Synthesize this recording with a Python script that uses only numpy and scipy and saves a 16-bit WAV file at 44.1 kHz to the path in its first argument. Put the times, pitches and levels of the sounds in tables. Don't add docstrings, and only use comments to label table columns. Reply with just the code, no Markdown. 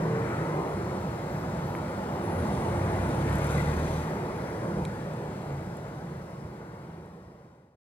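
import sys
import numpy as np
from scipy import signal
from scipy.fft import rfft, irfft, next_fast_len
from scipy.io import wavfile
from scipy.ndimage import uniform_filter1d, map_coordinates

SR = 44100
rng = np.random.default_rng(int(sys.argv[2]) if len(sys.argv) > 2 else 0)


def wav_out(sig):
    wavfile.write(sys.argv[1], SR, np.round(np.clip(np.atleast_2d(sig).T, -1, 1) * 32767).astype(np.int16))


N = 346185
TIME = np.arange(N) / SR

# (frequency [Hz], relative spectral level [dB])
HISS_EQ = [(1500, -17), (2800, -1), (4500, 0), (5400, -1), (6500, -4), (9000, -8), (10500, -8.5),
           (12500, -10.5), (14000, -16), (15700, -24.5)]
LOW_SWELL_EQ = [(20, -25), (35, -12), (60, -3.5), (90, 4.5), (160, -22), (400, -61)]
HUM_EQ = [(20, -47), (35, -32), (45, -22), (60, -10.5), (80, -8), (110, -5), (152, -2.5), (195, -3.5),
          (230, -10.5), (300, -22.5), (500, -65)]
ROAR_EQ = [(150, -41), (230, -10.5), (280, -5.5), (345, 1), (400, -2.5), (470, -1.5), (560, -2),
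           (700, -6.5), (860, -6), (1000, -8), (1150, -12.5), (1300, -17.5), (1600, -29), (3000, -73)]
NEAR_TYRES_EQ = [(700, -35), (1100, -2), (1400, 2), (1700, -3), (2000, -5.5), (2300, -10.5), (2700, -15.5),
                 (3200, -21.5), (5000, -34.5), (7000, -25.5), (12000, -38.5), (15700, -60)]
RATTLE_EQ = [(2500, -26), (5000, -7), (8000, -2), (11500, -0.5), (13000, -12), (15500, -29)]
INTAKE_EQ = [(1200, -16), (2200, -3), (3500, 3.5), (5200, -2), (6200, 0), (7500, -3.5), (9500, -3.5),
             (12500, -12), (14000, -18), (15700, -27)]
BLOCK_EQ = [(120, -35), (200, -4.5), (240, 5), (300, -6.5), (600, -11), (720, -10), (870, 0), (980, -9),
            (1150, -18), (2000, -44)]

# (frequency [Hz], likeness [0-1])
STEREO_LIKENESS = [(160, 1), (220, .985), (350, .94), (600, .82), (900, .76), (1400, .66), (2100, .72),
                   (4000, .54), (9000, .66), (14000, .35)]
# (frequency [Hz], phase [rad])
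LEFT_LEAD = [(150, 0), (350, 0.34), (600, 0.49), (900, 1), (1300, 1.84), (1700, 2), (2100, 1.02), (2800, 2),
             (4000, 1.26), (6000, 3.5), (8000, 5), (10000, 6.5), (14000, 8)]
# (frequency [Hz], left minus right [dB])
LEFT_TILT = [(110, 0), (170, -0.5), (240, -2), (380, -2), (700, -1), (1290, 3), (2380, 8), (4400, 1.5),
             (8120, -1), (15000, 3.5)]
# (start [s], end [s], level [dB])
LOW_SWELLS = [(2.26, 2.5, -39), (4.79, 4.89, -37.5), (5.45, 5.74, -36.5), (6.39, 6.53, -38.5),
              (6.6, 7.6, -42)]
# (time [s], relative level [dB], low edge [Hz], high edge [Hz], ringing [0-1])
CLICK_CUES = [(0.7375, -46, 3000, 11000, .5), (1.438, -26, 500, 1600, 0.1), (1.5715, -49, 7020, 12000, .5),
              (1.7512, -24.7, 550, 2400, .05), (4.852, -27.5, 2150, 11800, .7),
              (4.502, -46, 10000, 12000, 1), (5.1374, -47, 6460, 11000, .5), (5.7699, -39, 7500, 12500, .5),
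              (5.884, -48, 6500, 13000, .5), (7.06, -45, 7500, 12500, .5)]
# (frequency [Hz], level [dB], time to fall 60 dB [s])
CLICK_MODES = [(1400, 9, 0.0047), (2330, 2.5, 0.015), (3300, -4.5, .008), (3900, 2, 0.0081),
               (5600, -8, 0.0046), (7800, -1.5, .004), (9250, -11, .004), (11150, -7, .003)]
# (time [s], hum level [dB], roar level [dB])
TRAFFIC_FLOW = [(0, -34.5, -32.5), (0.7, -35.2, -35), (1.25, -34.5, -36.5), (2.0, -36, -36.5),
                (2.4, -33.5, -33.5), (3.1, -31, -32.5), (3.8, -35, -34), (4.1, -34.5, -35),
                (4.9, -35.5, -36), (5.6, -34.5, -36), (6.2, -35, -36.5), (7.7, -34, -35.5)]
# (start [s], end [s], hum gain [dB], roar gain [dB])
TRAFFIC_SURGES = [(.48, .76, -1.5, 4.2), (.74, .95, -0.5, -1), (1.137, 1.337, -4, 0),
                  (3.93, 4.14, -2.5, -3.5), (4.17, 4.35, -0.5, 1), (4.626, 4.747, 5.5, 2.5),
                  (4.742, 4.86, 3.5, 3.5), (4.88, 5.03, 1.5, -1), (5.12, 5.327, -3, 1)]
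# (time [s], upper band gain [dB])
ROAR_BRIGHTNESS = [(0, -0.2), (1.6, 1.2), (3.2, 0), (4.6, -0.2), (5.6, -1.5), (7.7, 0.5)]
# (time [s], level [dB])
NEAR_LANE = [(0, -44), (.4, -41.5), (.8, -46), (1.1, -46), (1.45, -46), (1.95, -45.5), (2.5, -43.5),
             (3.1, -42), (3.55, -40), (3.95, -44.5), (4.4, -45.5), (5.1, -46), (6.2, -47), (7.7, -47)]
# (start [s], end [s], start pitch [Hz], end pitch [Hz], relative level [dB])
DRONE_CUES = [(-0.08, 0.2, 159, 164.3, -30.5), (0.318, 0.678, 164, 146.3, -30.8),
              (-0.05, 0.47, 125.7, 122, -35), (0.017, 0.323, 443, 463.5, -33),
              (0.071, 1.315, 336, 349.4, -42), (1.49, 3.575, 344, 347.8, -43), (2.2, 2.582, 81, 85, -38.5),
              (2.36, 2.597, 218.7, 201, -34.5), (1.5, 2.6, 150, 145.4, -46), (3.5, 4.6, 158, 163.5, -42),
              (3.996, 4.45, 890, 897, -46), (4.663, 4.94, 156.4, 154.2, -32), (4.6, 4.9, 190.2, 194.8, -37),
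              (4.918, 5.452, 158, 146.8, -32.7), (5.375, 5.68, 146, 137, -31.5),
              (5.6, 7.9, 168.1, 165, -39.5), (5.7, 6.6, 148.9, 140.5, -37)]
# (start [s], end [s], start pitch [Hz], end pitch [Hz], width [Hz], level [dB])
SQUEAL_CUES = [(1.29, 1.45, 11950, 12100, 400, -68.5), (1.65, 1.81, 12300, 10800, 2000, -64.5),
               (2.215, 2.45, 10100, 9900, 520, -58.8), (2.43, 2.72, 10050, 9600, 600, -63.3),
               (3.05, 3.26, 9100, 9300, 400, -63.5), (3.82, 4.09, 6020, 5980, 150, -67),
               (.36, .62, 2020, 2020, 40, -57), (3.555, 3.625, 2000, 2005, 60, -47),
               (3.63, 3.72, 2005, 2000, 50, -53), (3.1, 4.2, 2490, 2450, 220, -58),
               (3.4, 4.6, 2030, 1950, 260, -55)]
# (time [s], level [dB])
RATTLE_HITS = [(3.295, -51), (3.326, -47), (3.336, -50), (3.354, -44.5), (3.384, -47), (3.413, -52),
               (3.443, -43), (3.467, -45), (3.497, -50), (3.506, -49), (3.517, -49), (3.527, -45),
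               (3.548, -53), (3.581, -52)]
# (start [s], end [s], gain [dB])
INTAKE_SWELLS = [(2.3, 2.72, 4.5), (3.4, 3.64, 2.5), (3.82, 4.06, 2)]
# (peak [dB], crank speed at peak [Hz], half width [Hz])
PIPE_BOOMS = [(-48, 37.4, 2.5), (-34.5, 36.7, 4.1), (-34.5, 33.5, 3.3), (-31.5, 35.7, 2.7)]

THROTTLE_ON_S, THROTTLE_OFF_S = 2.35, 3.96
TOP_HZ = 15780


def amp(db):
    return 10 ** (np.asarray(db) / 20)


def unit(x):
    return x / np.sqrt(np.mean(x ** 2) + 1e-20)


def along(points, hz):
    freqs, values = np.transpose(points)
    return np.interp(np.log(hz + 1), np.log(freqs + 1), values)


def curves(rows):
    times, *columns = np.transpose(rows)
    return [np.interp(TIME, times, column) for column in columns]


def ramp(start, length):
    return np.clip((TIME - start) / length, 0, 1)


def swell(start, end):
    return np.sin(np.pi * ramp(start, end - start))


def wobble(rate):
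    return map_coordinates(rng.standard_normal(int(N * rate / SR) + 4), [TIME * rate])


def filtered(x, response):
    size = next_fast_len(N + 8192)
    return irfft(rfft(x, size) * response(np.fft.rfftfreq(size, 1 / SR)), size)[..., :N]


def tone(hz):
    return np.sqrt(2) * np.sin(2 * np.pi * np.cumsum(hz) / SR)


def breathy_tone(hz, width_hz):
    blur = filtered(rng.standard_normal((2, 2, N)), lambda f: 1 / (1 + (2 * f / width_hz) ** 2))
    phase = 2 * np.pi * np.cumsum(hz) / SR
    return unit(blur[0] * np.cos(phase) + blur[1] * np.sin(phase))


def rush(eq, patchy_db):
    def mid_side(hz):
        width = np.arccos(np.clip(along(STEREO_LIKENESS, hz), 0, 1)) / 2
        return amp(along(eq, hz)) * [np.cos(width), np.sin(width)]

    spectra = signal.stft(rng.standard_normal((2, N)), nperseg=1024)[2]
    patches = uniform_filter1d(rng.standard_normal(spectra.shape[1:]), size=4, axis=0)
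    patches = uniform_filter1d(patches, size=18, axis=1)
    noise = signal.istft(spectra * amp(patchy_db * unit(patches)), nperseg=1024)[1][:, :N]
    mid, side = filtered(noise, mid_side)
    return unit(np.array([mid + side, mid - side]))


def low_swells():
    envelope = sum(amp(db) * swell(start, end) for start, end, db in LOW_SWELLS)
    return envelope * rush(LOW_SWELL_EQ, patchy_db=2.5)


def clicks(snap_db=12, crackle_db=-5, crackle_t60=0.023):
    out = np.zeros((2, N))
    t = np.arange(SR // 10) / SR
    snap = amp(snap_db) * (t == 0)
    ring = sum(amp(db - 60 * t / t60) * np.sin(2 * np.pi * hz * t) for hz, db, t60 in CLICK_MODES)
    for start, db, low_hz, high_hz, ringing in CLICK_CUES:
        crackle = amp(crackle_db - 60 * t / crackle_t60) * rng.standard_normal((2, len(t)))
        band = signal.butter(5, [low_hz, high_hz], "bandpass", fs=SR, output="sos")
        click = signal.sosfilt(band, snap + ringing * (ring + crackle))
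        at = round(start * SR)
        out[:, at:at + len(t)] += amp(db + 15) * click / np.linalg.norm(click)
    return out


def traffic(crossover_hz=650):
    hum_db, roar_db = curves(TRAFFIC_FLOW)
    for start, end, hum_gain_db, roar_gain_db in TRAFFIC_SURGES:
        hum_db += hum_gain_db * swell(start, end)
        roar_db += roar_gain_db * swell(start, end)
    near_db, = curves(NEAR_LANE)
    bright_db, = curves(ROAR_BRIGHTNESS)
    air = wobble(7)
    hum = amp(hum_db + 0.31 * wobble(5.5)) * rush(HUM_EQ, patchy_db=0.2)
    tyres = rush(ROAR_EQ, patchy_db=0.73)
    lows = filtered(tyres, lambda hz: 1 / (1 + (hz / crossover_hz) ** 6))
    roar = amp(roar_db + 0.3 * air) * (lows + amp(bright_db) * (tyres - lows))
    near = amp(near_db + 0.67 * air) * rush(NEAR_TYRES_EQ, patchy_db=1.7)
    return hum + roar + near


def drones(waver_db=0.84):
    out = np.zeros(N)
    for start, end, from_hz, to_hz, db in DRONE_CUES:
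        pitch = np.interp(TIME, [start, end], [from_hz, to_hz]) * (1 + 0.008 * wobble(25))
        out += amp(db - 1.5 + waver_db * wobble(9.2)) * swell(start, end) * tone(pitch)
    return out


def squeals(flutter_hz=13.5, depth_db=3.5):
    out = np.zeros((2, N))
    for start, end, from_hz, to_hz, width_hz, db in SQUEAL_CUES:
        flutter_db = -depth_db * np.cos(2 * np.pi * flutter_hz * (TIME - start)) + 1.5 * wobble(90)
        pitch = np.interp(TIME, [start, end], [from_hz, to_hz])
        envelope = np.sqrt(np.abs(swell(start, end)))
        out += amp(db + flutter_db) * envelope * breathy_tone(pitch, width_hz)
    return out


def pull():
    progress = ramp(THROTTLE_ON_S, THROTTLE_OFF_S - THROTTLE_ON_S)
    return np.maximum(THROTTLE_ON_S - TIME, 0), progress, np.maximum(TIME - THROTTLE_OFF_S, 0)


def throttle(open_s=0.046, close_s=0.28):
    return ramp(THROTTLE_ON_S, open_s) * (1 - ramp(THROTTLE_OFF_S, close_s))


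def rattle(t60=0.036):
    blows = sum((TIME >= start) * amp(db - 60 * np.maximum(TIME - start, 0) / t60)
                for start, db in RATTLE_HITS)
    return blows * rush(RATTLE_EQ, patchy_db=4.0)


def turbo(rest_hz=8530, boost_hz=13350, coast_hz=5700, coast_s=0.57, lag_s=0.36):
    _, progress, after = pull()
    driven_hz = rest_hz + (boost_hz - rest_hz) * np.sin(np.pi / 2 * progress) ** 3
    rotor_hz = coast_hz + (driven_hz - coast_hz) / (1 + after / coast_s)
    octaves_from_rest = np.abs(np.log2(rotor_hz / rest_hz))
    level_db = -66.2 - 1.2 * after - 18 * octaves_from_rest
    whistle = breathy_tone(rotor_hz, width_hz=380)
    smear = throttle() * amp(5.5) * breathy_tone(rotor_hz, width_hz=1100)
    envelope = ramp(THROTTLE_ON_S, lag_s) * (1 - ramp(start=5.8, length=0.3))
    return envelope * amp(level_db + 1.8 * wobble(17)) * (whistle + smear)


def intake(peak_torque_s=3.62, fall_db_per_s=8):
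    level_db = -50.6 - fall_db_per_s * np.abs(TIME - peak_torque_s)
    level_db += sum(db * swell(start, end) for start, end, db in INTAKE_SWELLS)
    return throttle() * amp(level_db + 1.2 * wobble(150)) * rush(INTAKE_EQ, patchy_db=1.5)


def crank(idle_hz=28.16, rev_hz_per_s=6.6, sag_hz_per_s=10):
    _, progress, after = pull()
    climb_hz = rev_hz_per_s * (THROTTLE_OFF_S - THROTTLE_ON_S) * progress
    return idle_hz + np.maximum(climb_hz - sag_hz_per_s * after, 0)


def diesel(rise_db_per_s=10.5, fall_db_per_s=19):
    before, _, after = pull()
    crank_hz = crank() * (1 + 0.0037 * wobble(11))
    exhaust = np.zeros(N)
    for order, (db, peak_hz, width_hz) in enumerate(PIPE_BOOMS, 1):
        resonance = 1 / (1 + ((crank_hz - peak_hz) / width_hz) ** 2)
        exhaust += amp(db + 1.5 * wobble(12)) * resonance * tone(order * crank_hz)
    load = throttle(open_s=0.26, close_s=0.12)
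    block_db = -39 - rise_db_per_s * before - fall_db_per_s * after
    return load * exhaust + amp(block_db) * rush(BLOCK_EQ, patchy_db=1.5)


def scene():
    def ports(hz):
        sides = np.array([[0.5], [-0.5]])
        return amp(sides * along(LEFT_TILT, hz)) * np.exp(1j * sides * along(LEFT_LEAD, hz))

    town = traffic() + drones() + diesel() + rattle() + turbo() + intake() + squeals()
    hiss = amp(-56) * rush(HISS_EQ, patchy_db=1.5)
    whine = amp(-82.5) * tone(hz=np.full(N, 15734))
    return filtered(town + hiss, ports) + low_swells() + clicks() + whine


def record(dry):
    fade = 1 - ramp(start=4.05, length=3.8)
    cut = 1 - ramp(start=7.75, length=0.01)
    return filtered(dry * fade * cut, lambda hz: hz < TOP_HZ)


dry = scene()
out = record(dry)
wav_out(out)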